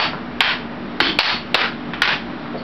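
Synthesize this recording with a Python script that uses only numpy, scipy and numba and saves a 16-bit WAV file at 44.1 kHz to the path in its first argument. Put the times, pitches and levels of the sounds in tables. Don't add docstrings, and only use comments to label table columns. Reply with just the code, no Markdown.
import sys
import numpy as np
from scipy import signal
from scipy.fft import rfft, irfft
from scipy.io import wavfile
from scipy.ndimage import uniform_filter1d
from numba import njit

SR = 44100
rng = np.random.default_rng(int(sys.argv[2]) if len(sys.argv) > 2 else 0)


def boost(x):
    u = np.asarray(x, float) / 20
    return 10 ** u


def wav_record(signal):
    frames = np.transpose(np.atleast_2d(signal))
    bounded = np.clip(frames, -1, 1)
    quanta = np.round(bounded * 32767).astype(np.int16)
    wavfile.write(sys.argv[1], SR, quanta)


N = 115983


def set_rms(x, db):
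    return x * boost(db) / np.sqrt(np.mean(x ** 2))


def shaped(x, gain):
    hz = np.fft.rfftfreq(len(x), 1 / SR) + 1
    return irfft(rfft(x) * gain(hz), len(x))


def walk(rate_hz):
    hold = int(SR / rate_hz)
    steps = np.repeat(rng.standard_normal(N // hold + 1), hold)
    return uniform_filter1d(uniform_filter1d(steps, hold), hold)[:N]


def knock(bright_hz, octaves, top_db):
    # frequency in Hz, level in dB, t60 in seconds; the last is the top ring.
    modes = [(300, 4, 0.017), (500, -1, 0.0083), (694, 1.5, 0.012), (862, 3.5, 0.017), (1350, 18.5, 0.02),
             (1600, 24, 0.0043), (2214, -7.5, 0.036), (2220, 22, 0.004), (3078, 11, 0.024),
             (3064, 8, 0.045), (3977, -15, 0.0027), (5400, 22.5, 0.0039), (4400, 0, 0.018)]
    crack_db = 3
    t = np.arange(4000) / SR

    def excitation(hz):
        return np.exp(-.5 * (np.log2(hz / bright_hz) / octaves) ** 2)

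    ring = 0
    for k, (hz, db, t60) in enumerate(modes):
        if k < len(modes) - 1:
            gain = boost(db) * excitation(hz)
        else:
            gain = boost(top_db) * excitation((bright_hz + hz) / 2)
        detune = 1 + rng.standard_normal() / 100
        decay = boost(-60 * t / t60 + rng.standard_normal())
        ring = ring + (-1) ** k * gain * np.sin(2 * np.pi * hz * detune * t) * decay

    band = [bright_hz / 2 ** octaves, min(bright_hz * 2 ** octaves, 9000)]
    impulse = 1. * (t == 0)
    crack = signal.sosfilt(signal.butter(3, band, "band", fs=SR, output="sos"), impulse)
    return set_rms(set_rms(ring, 0) + set_rms(crack, crack_db), 0) * np.sqrt(220 / len(t))


def room(room_db):
    t60_low_s, t60_high_s, late_t60_s, late_db = 0.25, 0.24, 0.46, -29
    first_echo_s, build_s, echoes_per_s, contact_s = 0.0049, 0.0013, 3000, 0.004
    strength, lottery, rattle = rng.standard_normal((3, SR // 2))
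    t = np.arange(SR // 2) / SR
    density = np.clip(echoes_per_s / SR * (1 + (t / 0.028) ** 2), 0, 1)
    echoes = strength * (np.abs(lottery) < 1.25 * density) / np.sqrt(density)

    def fade(t60):
        return boost(-60 * t / t60) + boost(late_db - 60 * t / late_t60_s)

    low = shaped(echoes, lambda hz: 1 / (1 + (hz / 2000) ** 2))
    tail = low * fade(t60_low_s) + (echoes - low) * fade(t60_high_s)
    tail = tail * np.clip((t - first_echo_s) / build_s, 0, 1)
    contact = rattle * np.exp(-(t / contact_s) ** 2)
    return tail * boost(room_db) / np.sqrt(np.sum(tail ** 2)) + contact / np.sqrt(np.sum(contact ** 2))


def puck():
    # start in seconds, level in dB, brightest pitch in Hz,
    # spread in octaves, top ring in dB.
    rail_hits = [
        (-.05, 7.5, 1600, 1.345, 17.5),
        (.4052, 9.5, 2037, 1.05, 7.5),
        (1.0022, 1.5, 2130, 1.2, 14),
        (1.0340, -9.5, 3356, 0.086, 29),
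        (1.1878, 17, 2113, 1.34, 18.5),
        (1.5439, 7, 1600, 1.575, -17),
        (1.614, -13.5, 1590, 0.28, -10),
        (2.0190, 5, 2580, 1.23, -27.5),
        (2.075, -6, 1810, 1.14, -30),
    ]
    # start in seconds, level in dB, brightest pitch in Hz,
    # spread in octaves, top ring in dB.
    soft_hits = [
        (.132, -23.5, 753, .7, -22),
        (1.012, -6.5, 300, 0.38, -30),
        (1.075, -22, 300, 0.26, -30),
        (1.9341, -23.5, 1850, 0.88, 3.5),
        (2.295, -34, 1430, 0.49, 0),
        (2.456, -33, 1470, 0.35, -25),
        (2.538, -22.5, 542, 0.34, -30),
        (2.578, -35.5, 4400, 0.1, 6),
    ]
    lead = 4410
    out = np.zeros(N + lead + SR)
    for hits, room_db in ((rail_hits, 5), (soft_hits, 2.5)):
        for start_s, db, bright_hz, octaves, top_db in hits:
            blow = knock(bright_hz, max(octaves, .1), top_db)
            sound = signal.fftconvolve(blow, room(room_db)) * boost(db)
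            i = int(start_s * SR) + lead
            out[i:i + len(sound)] += sound
    return out[lead:lead + N]


def blower():
    # frequency in Hz, density in dB per Hz.
    air_spectrum = [(15, -47), (25, -32.5), (117, -21), (242, -14), (457, -17), (500, -26), (560, -19.5),
                    (1420, -24), (5670, -39), (7370, -99.5), (12500, -120)]
    # centre in Hz, width in Hz, rms level in dB.
    resonances = [
        (63.1, 16, -47),
        (155, 30, -42.5),
        (198, 35, -39),
        (243.5, 33, -46),
        (294.6, 5.3, -39),
        (339, 17, -44),
    ]
    air_db, blade_hz, blade_db = -34, 240.2, -35
    spectrum_hz, spectrum_db = np.array(air_spectrum).T
    air = 0
    for centre in 30 * 2 ** np.arange(0, 8, .5):
        def band_gain(hz):
            bell = np.exp(-(np.log2(hz / centre) / 0.47) ** 2)
            return bell * boost(np.interp(np.log(hz), np.log(spectrum_hz), spectrum_db))

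        band = shaped(rng.standard_normal(N), band_gain)
        air = air + band * boost(walk(6.1))
    air = air * boost(air_db) / np.std(shaped(air, lambda hz: hz > 400))

    hum = 0
    for centre, width, db in resonances:
        noise = rng.standard_normal(N)
        hum = hum + set_rms(shaped(noise, lambda hz: 1 / (1 + (2 * (hz - centre) / width) ** 2)), db)

    t = np.arange(N) / SR
    blade = np.sin(2 * np.pi * blade_hz * t + 2.1 * walk(12))
    return air + hum + set_rms(blade, blade_db)


def scene():
    return (puck() + blower())[None]


@njit
def follow(want_db, attack, release_db):
    out, gain_db = np.empty(len(want_db)), want_db[0]
    for i in range(len(want_db)):
        gap = want_db[i] - gain_db
        if gap < 0:
            gain_db += gap * attack
        else:
            gain_db += min(gap, release_db)
        out[i] = gain_db
    return out


def band_limit(x):
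    return signal.sosfilt(signal.butter(12, 16300, fs=SR, output="sos"), x)


def record(dry):
    limit_db, sense_s, attack_s, release_db_per_s = -15.5, .012, .003, 300
    input_clip, output_clip, offset = .66, .725, -.007
    size = int(sense_s * SR)
    power = uniform_filter1d(dry[0] ** 2, size, origin=(size - 1) // 2, mode="mirror")
    want_db = np.minimum(limit_db - 10 * np.log10(np.abs(power) + 1e-12), 0)
    x = dry * boost(follow(want_db, 1 / (attack_s * SR), release_db_per_s / SR))
    x = np.clip(x, -input_clip, input_clip)
    x = signal.sosfilt(signal.butter(1, 45, "high", fs=SR, output="sos"), x)
    x = signal.sosfilt(signal.butter(4, 4426, fs=SR, output="sos"), x)
    x = signal.sosfilt(signal.ellip(10, .5, 85, 5883, fs=SR, output="sos"), x) + offset
    return band_limit(np.clip(x, -output_clip, output_clip))


dry = scene()
out = record(dry)
wav_record(out)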